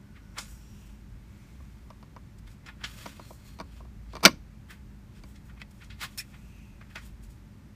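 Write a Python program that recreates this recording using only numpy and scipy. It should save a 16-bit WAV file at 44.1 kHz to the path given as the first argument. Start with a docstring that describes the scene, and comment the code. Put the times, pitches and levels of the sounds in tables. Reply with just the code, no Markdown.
"""A metal-covered memory module is worked into the slots of a thin plastic tray, close to a microphone.
Knocks ring the tray's modes, and hard edges crack and ring the module; the snap home overloads the input.
Between them, streams of tiny slips make the scuffs and slides, and narrow resonances the squeaks and drags.
Then a second module is picked up from the table. Filtered noise makes the small room's ventilation and hum."""
import sys
import numpy as np
from scipy import signal
from scipy.fft import rfft, irfft, next_fast_len
from scipy.io import wavfile

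SR = 44100
rng = np.random.default_rng(int(sys.argv[2]) if len(sys.argv) > 2 else 0)


def unload_audio(sound):
    """Save the sound as a 16-bit wav file, at the path given as the first command line argument."""
    columns = np.transpose(np.atleast_2d(sound))
    # keep every value between -1 and 1, then stretch to whole-number steps
    steps = np.round(np.clip(columns, -1, 1) * 32767)
    wavfile.write(sys.argv[1], SR, steps.astype(np.int16))


N = 341775  # samples, 7.75 s


def amp(db):
    """Decibels to gain."""
    return 10 ** (np.asarray(db) / 20)


def unit(x):
    """Scales to rms 1."""
    return x / np.sqrt(np.mean(x ** 2) + 1e-20)


def read(points, hz):
    """Reads a spectrum table on a log-frequency axis."""
    f, value = np.transpose(points)
    return np.interp(np.log(hz + 1), np.log(f + 1), value)


def add(mix, start_s, sound):
    """Adds a sound to the mix from a start time, cutting off what overruns the end."""
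    part = mix[max(round(start_s * SR), 0):][:len(sound)]
    part += sound[:len(part)]


def colour(x, gain):
    """Filters by a gain that is a function of frequency; rms 1."""
    size = next_fast_len(len(x))
    spectrum = rfft(x, size) * gain(np.fft.rfftfreq(size, 1 / SR))
    return unit(irfft(spectrum, size)[:len(x)])


def narrow(size, hz, width_hz):
    """Noise in one resonance; rms 1."""
    return colour(rng.standard_normal(size), lambda f: 1 / (1 + ((f - hz) / width_hz) ** 2))


def held(size, hz, width_hz):
    """A wavering tone whose swing is limited; rms 1."""
    tone = signal.hilbert(narrow(size, hz, width_hz))
    return unit(tone.real / np.sqrt(abs(tone) ** 2 + .3))


def uneven(size, depth_db, top_hz):
    """A gain that wanders at random, mostly slower than top_hz; depth_db is its rms swing."""
    wander = colour(rng.standard_normal(size), lambda f: 1 / (1 + (f / top_hz) ** 4))
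    return amp(depth_db * wander)


def dying(spectrum, t60, size):
    """A dense response in which each band dies at its own speed."""
    noise = colour(rng.choice([-1., 1.], size), lambda f: amp(read(spectrum, f)))
    hz, t, bands = signal.stft(noise, SR, nperseg=256)
    decay = amp(-60 * t / read(t60, hz)[:, None])
    return signal.istft(bands * decay, SR, nperseg=256)[1][:size]


def ringing(modes, t):
    """Struck modes dying away; neighbours in the table swing in opposite senses."""
    hz, level_db, t60_s = np.transpose(modes)[:, :, None]
    sign = (-1) ** np.arange(len(modes))[:, None]
    rings = sign * amp(level_db - 60 * t / t60_s) * np.sin(2 * np.pi * hz * t)
    return unit(rings.sum(0))


def grains(size, spread_db, per_s):
    """Friction: a stream of tiny slips of uneven strength."""
    strength = amp(spread_db * np.minimum(rng.exponential(1, size), 4))
    slipping = rng.random(size) < per_s / SR
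    return rng.choice([-1., 1.], size) * strength * slipping


def stroke(t, rise_s, fall_s):
    """Contact pressure builds up to t = 0, then lets go."""
    return np.exp(np.where(t < 0, t / rise_s, -t / fall_s))


# rush of air, relative density per Hz: pitch_hz, level_db
AIR_COLOUR = [(20, -28.5), (35, -13.5), (53, -6.5), (80, -4.5), (130, -7), (210, -12.5), (320, -17.5),
              (420, -26.5), (600, -31), (900, -29.5), (2200, -33), (3000, -38.5), (6000, -42),
              (9000, -45.5), (10300, -49.5), (12000, -46), (15000, -51)]
# deepest hum, swelling and sinking slowly: time_s, level_db
HUM_SWELL = [(0, -55.5), (.5, -48.5), (2.2, -52.5), (3.2, -54), (3.9, -46), (4.6, -48), (5.3, -51.5),
             (6.0, -55.5), (7.15, -48.5), (7.75, -58)]
# higher hum in the room: pitch_hz, width_hz, level_db
ROOM_HUMS = [(110, 25, -56.5), (157, 25, -67), (204, 16, -58.5), (392, 15, -78.5), (577.4, 20, -78.5),
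             (876.4, 20, -81)]


def ventilation(air_db=-53, hum_hz=54, waver_db=2.5, waver_hz=4):
    """A steady rush of air as shaped noise, with a wavering hum and faint fan tones as narrow bands."""
    air = colour(rng.standard_normal(N), lambda f: amp(read(AIR_COLOUR, f)))
    swell = amp(np.interp(np.arange(N) / SR, *np.transpose(HUM_SWELL)))
    hum = swell * held(N, hum_hz, width_hz=9.1) * uneven(N, waver_db, waver_hz)
    fan_tones = sum(amp(level_db) * narrow(N, hz, width_hz) for hz, width_hz, level_db in ROOM_HUMS)
    return amp(air_db) * air + hum + fan_tones


def room(x, wet_db=-26, delay_s=.008):
    """A short, faint tail from the furnished room, each band dying at its own speed."""
    # pitch_hz, level_db
    tail_colour = [(100, -1.0), (800, -2.0), (1500, 0), (3000, 0.0), (5000, -4.5),
                   (7300, 0.5), (8800, -4), (10500, 3), (15000, 1.0)]
    # pitch_hz, t60_s
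    tail_t60 = [(150, .25), (1500, 0.17), (5000, 0.22), (14000, 0.15)]
    tail = dying(tail_colour, tail_t60, size=16384)
    echo = np.zeros(N)
    add(echo, delay_s, signal.fftconvolve(x, tail / np.linalg.norm(tail)))
    return x + amp(wet_db) * echo


def rubbed_tones(rows):
    """Friction feeds one resonance for as long as the stroke lasts."""
    out, t = np.zeros(N), np.arange(-SR // 2, SR // 2) / SR
    for peak_s, level_db, rise_s, fall_s, hz, width_hz in rows:
        tone = stroke(t, rise_s, fall_s) * held(len(t), hz, width_hz)
        add(out, peak_s + t[0], amp(level_db) * tone)
    return out


# faint whistles: peak_s, level_db, rise_s, fall_s, pitch_hz, width_hz
DRAG_STROKES = [(.08, -69.5, 1, 0.12, 1480, 60), (.72, -69.5, 0.47, 0.13, 5670, 260),
                (0.65, -74, .15, 0.13, 7400, 300), (.84, -70, 0.28, 0.12, 2800, 250),
                (1.42, -70, 0.19, .22, 2200, 230), (1.45, -78, 0.12, 0.29, 6050, 350),
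                (3.23, -62.5, 0.024, 0.082, 4220, 180), (3.48, -66, 0.051, 0.13, 4340, 220),
                (4.14, -64, .025, 0.055, 4230, 219.5), (6.56, -76, 0.18, 0.16, 6200, 199.8),
                (6.6, -64, 0.21, 0.17, 2580, 220)]


def drags():
    """Fingers and board edges dragging on smooth faces excite faint, narrow whistles."""
    return rubbed_tones(DRAG_STROKES)


# strokes along the ribs and of fingers over plastic: peak_s, body_db, rise_s, fall_s, fizz_db
SLIDE_STROKES = [(.43, -58, 0.054, 0.064, -63), (.52, -70, 0.073, .07, -58.5), (.82, -68, .45, 0.15, -67.5),
                 (1.42, -69.5, .2, .6, -74), (2.511, -62.5, 0.021, .03, -67),
                 (2.88, -54.5, .04, 0.27, -59.5), (3.015, -51, 0.048, 0.14, -57.5),
                 (3.135, -62, .03, .018, -78), (3.23, -59.5, 0.042, 0.087, -67),
                 (3.3, -70, .055, 0.081, -60), (3.48, -61.5, 0.084, 0.095, -64),
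                 (3.76, -63.5, 0.097, 0.056, -72), (4.14, -61.5, 0.054, 0.076, -84),
                 (5.18, -61.5, .04, 0.025, -75), (5.29, -68, 0.062, 0.062, -67),
                 (5.47, -74, 0.021, .03, -68), (5.78, -72, 0.066, .14, -70.5),
                 (6.12, -63, 0.042, 0.082, -66), (6.3, -70, 0.16, 0.47, -70.5), (7.04, -61, 0.11, .06, -66)]
# body of the sliding friction, relative density per Hz: pitch_hz, level_db
SLIDE_BODY_COLOUR = [(290, -40.5), (500, -7), (610, 2), (694, -18), (1110, -3), (1370, -5), (2260, -5.5),
                     (2430, -3.5), (2640, -1.5), (4290, -6), (15000, -24.5)]
# its airy top, relative density per Hz: pitch_hz, level_db
SLIDE_FIZZ_COLOUR = [(2000, -42), (5500, 1), (8500, -0.5), (10300, -6.5), (12500, -1.5), (15500, -7.5)]


def sliding(tick_db=-4.5, tremble_db=1.1, tremble_hz=35, roundness=1.8):
    """Longer, faint strokes: friction swells and ends smoothly, and the hand's pressure trembles."""
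    peak_s, body_db, rise_s, fall_s, fizz_db = np.transpose(SLIDE_STROKES)[:, :, None]
    t = np.arange(N) / SR - peak_s
    pressure = np.exp(-abs(t / np.where(t < 0, rise_s, fall_s)) ** roundness)
    slips = unit(grains(N, spread_db=1.5, per_s=6000))
    # sparser, stronger slips: the edge catches and ticks
    ticks = unit(grains(N, spread_db=3, per_s=220))
    body = colour(slips + amp(tick_db) * ticks, lambda f: amp(read(SLIDE_BODY_COLOUR, f)))
    fizz = colour(grains(N, spread_db=2.0, per_s=20000), lambda f: amp(read(SLIDE_FIZZ_COLOUR, f)))
    level = lambda db: np.linalg.norm(amp(db) * pressure, axis=0)  # overlapping strokes add in power
    return uneven(N, tremble_db, tremble_hz) * (level(body_db) * body + level(fizz_db) * fizz)


# short rubs of board edges and fingertips, fizz_db being the floor above the upper edge:
# peak_s, level_db, rise_s, fall_s, low_edge_hz, high_edge_hz, fizz_db
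SCUFF_STROKES = [(.166, -54, 0.011, 0.018, 1400, 2610, -35), (0.38, -38.5, 0.01, 0.021, 870, 2420, -28.5),
                 (.386, -30, 0.003, 0.0073, 2060, 7160, -44), (0.404, -44.5, 0.011, 0.033, 4500, 7400, -34),
                 (2.388, -58.5, 0.0047, 0.0061, 1000, 8000, -2),
                 (2.476, -52.5, 0.005, 0.01, 900, 3800, -20), (2.663, -46, 0.0018, 0.012, 1200, 5100, -31),
                 (2.69, -46, 0.019, 0.018, 950, 2700, -33), (2.816, -52, 0.014, 0.042, 1000, 2740, -28),
                 (2.841, -32, 0.0026, 0.015, 1120, 4600, -57),
                 (4.2346, -35.5, 0.00054, 0.0084, 7560, 13000, -20.5),
                 (4.708, -46.5, 0.01, 0.027, 1260, 3100, -15.5), (5.36, -56.5, .008, .015, 1500, 6000, -29),
                 (5.497, -55, 0.0052, 0.015, 1000, 2510, -30), (5.576, -55.5, 0.0055, 0.01, 900, 2500, -33),
                 (5.602, -51.5, 0.0034, 0.014, 1700, 3000, -25),
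                 (5.6167, -41, .001, 0.0052, 1900, 3530, -43), (5.711, -56.5, .002, 0.0055, 1600, 9100, -2),
                 (5.821, -48, 0.0087, 0.017, 1400, 2970, -43),
                 (5.845, -57.5, 0.0096, 0.011, 2500, 7980, -23),
                 (5.905, -47.5, 0.0038, 0.023, 1690, 3980, -42.5),
                 (6.017, -33.5, 0.0076, 0.018, 1980, 3560, -21),
                 (6.038, -33, 0.015, 0.016, 1020, 4040, -15),
                 (6.1762, -32.5, .0002, 0.0045, 1990, 13200, -12),
                 (6.185, -31, 0.0021, 0.01, 2160, 13000, -3),
                 (6.204, -39.5, 0.0055, 0.0087, 2200, 8750, -25),
                 (6.345, -52.5, 0.00977, 0.019, 985, 3050, -40),
                 (6.813, -51.5, 0.0026, 0.017, 1300, 2130, -45),
                 (6.905, -55, 0.0065, 0.02, 1300, 2480, -24), (6.958, -36, 0.0027, 0.017, 1306, 2730, -33),
                 (6.98, -56.5, 0.025, 0.031, 1410, 6020, -23.5),
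                 (7.06, -57.5, 0.016, 0.021, 5010, 13000, -15), (7.235, -59, .008, .025, 2000, 12020, -19),
                 (7.305, -63, .01, .035, 3990, 11000, -15)]


def scuffs(body_db=-15, catch_db=-0.82, catch_hz=220):
    """Brief bursts of slips: fingertips sound low and narrow, board edges wide and bright."""
    out, t = np.zeros(N), np.arange(-4096, 8192) / SR
    for peak_s, level_db, rise_s, fall_s, low_hz, high_hz, fizz_db in SCUFF_STROKES:
        # body_db is the floor left below the lower edge
        above = lambda f: amp(body_db) * f / (f + 150) + 1 / np.sqrt(1 + (low_hz / (f + 1)) ** 6)
        below = lambda f: amp(fizz_db) + 1 / np.sqrt(1 + (f / high_hz) ** 7)
        slips = colour(grains(len(t), spread_db=1.5, per_s=9700), lambda f: above(f) * below(f))
        # the grip catches and releases at random
        rub = unit(slips * uneven(len(t), catch_db, catch_hz))
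        add(out, peak_s + t[0], amp(level_db) * stroke(t, rise_s, fall_s) * rub)
    return out


def through_board(x, ring_db=-4, ring_t60_s=0.036):
    """Friction also shakes the crowd of small resonances in the board, a short dying noise."""
    t = np.arange(2048) / SR
    ring = rng.standard_normal(len(t)) * amp(-60 * t / ring_t60_s)
    rung = signal.oaconvolve(x, ring / np.linalg.norm(ring))[:N]
    return (x + amp(ring_db) * rung) / np.hypot(1, amp(ring_db))


# rubs that catch: peak_s, level_db, rise_s, fall_s, pitch_hz, width_hz
SQUEAK_STROKES = [(2.842, -34.5, 0.0025, 0.013, 3070, 250), (5.618, -41, .001, 0.0074, 2040, 100),
                  (6.03, -45, 0.0042, 0.022, 1110, 115.5), (6.19, -32.5, 0.0037, 0.0069, 5380, 120.5),
                  (6.195, -40, 0.0057, 0.015, 2440, 130), (6.199, -40, 0.0056, 0.0052, 5480, 185.2),
                  (6.2, -43, 0.0022, 0.013, 1920, 152)]


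def squeaks():
    """Rubs that catch make one resonance of a board ring."""
    return rubbed_tones(SQUEAK_STROKES)


# blows of the module on the tray, edge_db setting the hard edge against the soft push:
# start_s, level_db, contact_brightness_hz, edge_db
KNOCK_BLOWS = [(.383, -42, 1110, -1), (1.602, -52, 1440, -18), (1.903, -43.5, 1790, -11),
               (2.027, -48, 1200, -9), (2.1635, -42, 1730, -15), (2.839, -44.5, 1110, -22),
               (3.0584, -34, 2330, -14), (3.0625, -39.5, 2120, -2), (3.195, -40, 1113, -14.5),
               (3.3061, -41, 910, -22), (3.588, -43, 1500, -6), (3.6004, -32.5, 1500, -8.5),
               (3.611, -41, 1410, -7), (3.8041, -46.5, 1120, -20), (3.85, -51.5, 1200, -15),
               (4.134, -40, 1290, -12.5), (4.1532, -35, 1900, -7.5), (4.166, -35.5, 1400, -8.5),
               (4.207, -50, 1200, -3), (4.227, -41, 1366, -9), (4.2301, -28, 1310, -10.5),
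               (4.2339, -25.5, 1590, -5), (4.2405, -22, 1625, -4.5), (4.2516, -4.5, 650, 10.5),
               (4.2574, -5, 600, 10.5), (4.2611, -14.5, 896, -7), (4.2702, -24, 2510, 1.5),
               (4.2773, -22.5, 2500, 1), (5.236, -47, 900, -3), (5.6168, -50, 1500, 3),
               (6.811, -54, 1600, -8), (6.9573, -41.5, 990, 3.5)]
# modes of the thin tray: pitch_hz, level_db, t60_s
TRAY_MODES = [(151, -13, 0.084), (185, -4.5, 0.075), (280, -14.5, 0.17), (341.3, -11, 0.082),
              (522, -4, 0.028), (560.5, -9, .05), (645, -3, 0.034), (964, -2, 0.043), (1064, -6.5, 0.081),
              (1145, -3, .05), (1305, -5.5, 0.034)]
# crowd of small tray modes between them, relative density per Hz: pitch_hz, level_db
PANEL_COLOUR = [(40, -34), (120, -3.5), (280, -1.5), (430, -1.5), (620, 3), (800, -6), (1100, -0.5),
                (1600, -3), (2200, -3), (4000, -9), (15000, -25)]
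# their decay: pitch_hz, t60_s
PANEL_DECAY = [(100, 0.27), (500, 0.053), (2000, 0.057), (6000, 0.015), (15000, 0.029)]
# modes of the board and its metal cover: pitch_hz, level_db, t60_s
MODULE_MODES = [(1437, 0, 0.063), (1877, -12, 0.059), (2060, -4.5, 0.02), (2150, -3.5, 0.052),
                (2326, 1.5, 0.056), (2680, -11, .04), (2870, -9.5, 0.068), (3140, -12, .03),
                (3614, -5.5, 0.044), (4690, -3, 0.027), (4663, -0.5, 0.044), (4856, -4, 0.013),
                (5233, -7.5, .018), (6100, -4.5, 0.028), (5700, -7, 0.013)]
# crack of a board edge on a rib, relative density per Hz: pitch_hz, level_db
CRACK_COLOUR = [(300, -13.5), (900, -13.5), (1400, 0), (2300, -1), (3300, -4), (4700, 5.5), (6200, -2.5),
                (7300, -15.5), (8800, -6.5), (10300, -20), (12000, -13.5), (15000, -16)]
# its decay: pitch_hz, t60_s
CRACK_DECAY = [(500, 0.043), (2000, 0.04), (5000, 0.022), (9000, 0.027), (15000, 0.02)]


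def knocks(panel_db=-3, lowest_hz=120):
    """A soft push reaches only the tray's low modes; a hard edge cracks and rings the module too."""
    out, t = np.zeros(N), np.arange(8192) / SR
    tray, module = ringing(TRAY_MODES, t), ringing(MODULE_MODES, t)
    for start_s, level_db, bright_hz, edge_db in KNOCK_BLOWS:
        body = tray + amp(panel_db) * unit(dying(PANEL_COLOUR, PANEL_DECAY, len(t)))
        push = signal.sosfilt(signal.butter(3, bright_hz, fs=SR, output="sos"), body)
        # the push keeps little deep bass
        push = signal.sosfilt(signal.butter(2, lowest_hz, "high", fs=SR, output="sos"), push)
        edge = module + unit(dying(CRACK_COLOUR, CRACK_DECAY, len(t)))
        blow = unit(push) + amp(edge_db) * unit(edge)
        # the level is that of the blow's energy packed into 5 ms
        blow /= np.sqrt(np.sum(blow ** 2) / (.005 * SR))
        add(out, start_s, amp(level_db) * blow)
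    return out


def scene():
    """Handling sounds in the room, over the hum."""
    friction = through_board(sliding() + scuffs())
    handling = drags() + friction + squeaks() + knocks()
    return (ventilation() + room(handling))[None]


def record(dry):
    """Peaks clip at full scale; then rumble and the top treble are cut."""
    clipped = np.clip(dry, -1, 1)
    coupled = signal.sosfilt(signal.butter(2, 26, "high", fs=SR, output="sos"), clipped)
    treble_cut = signal.firwin(511, 15400, window=("kaiser", 9), fs=SR)
    return signal.oaconvolve(coupled, treble_cut[None], "same")


dry = scene()
out = record(dry)
unload_audio(out)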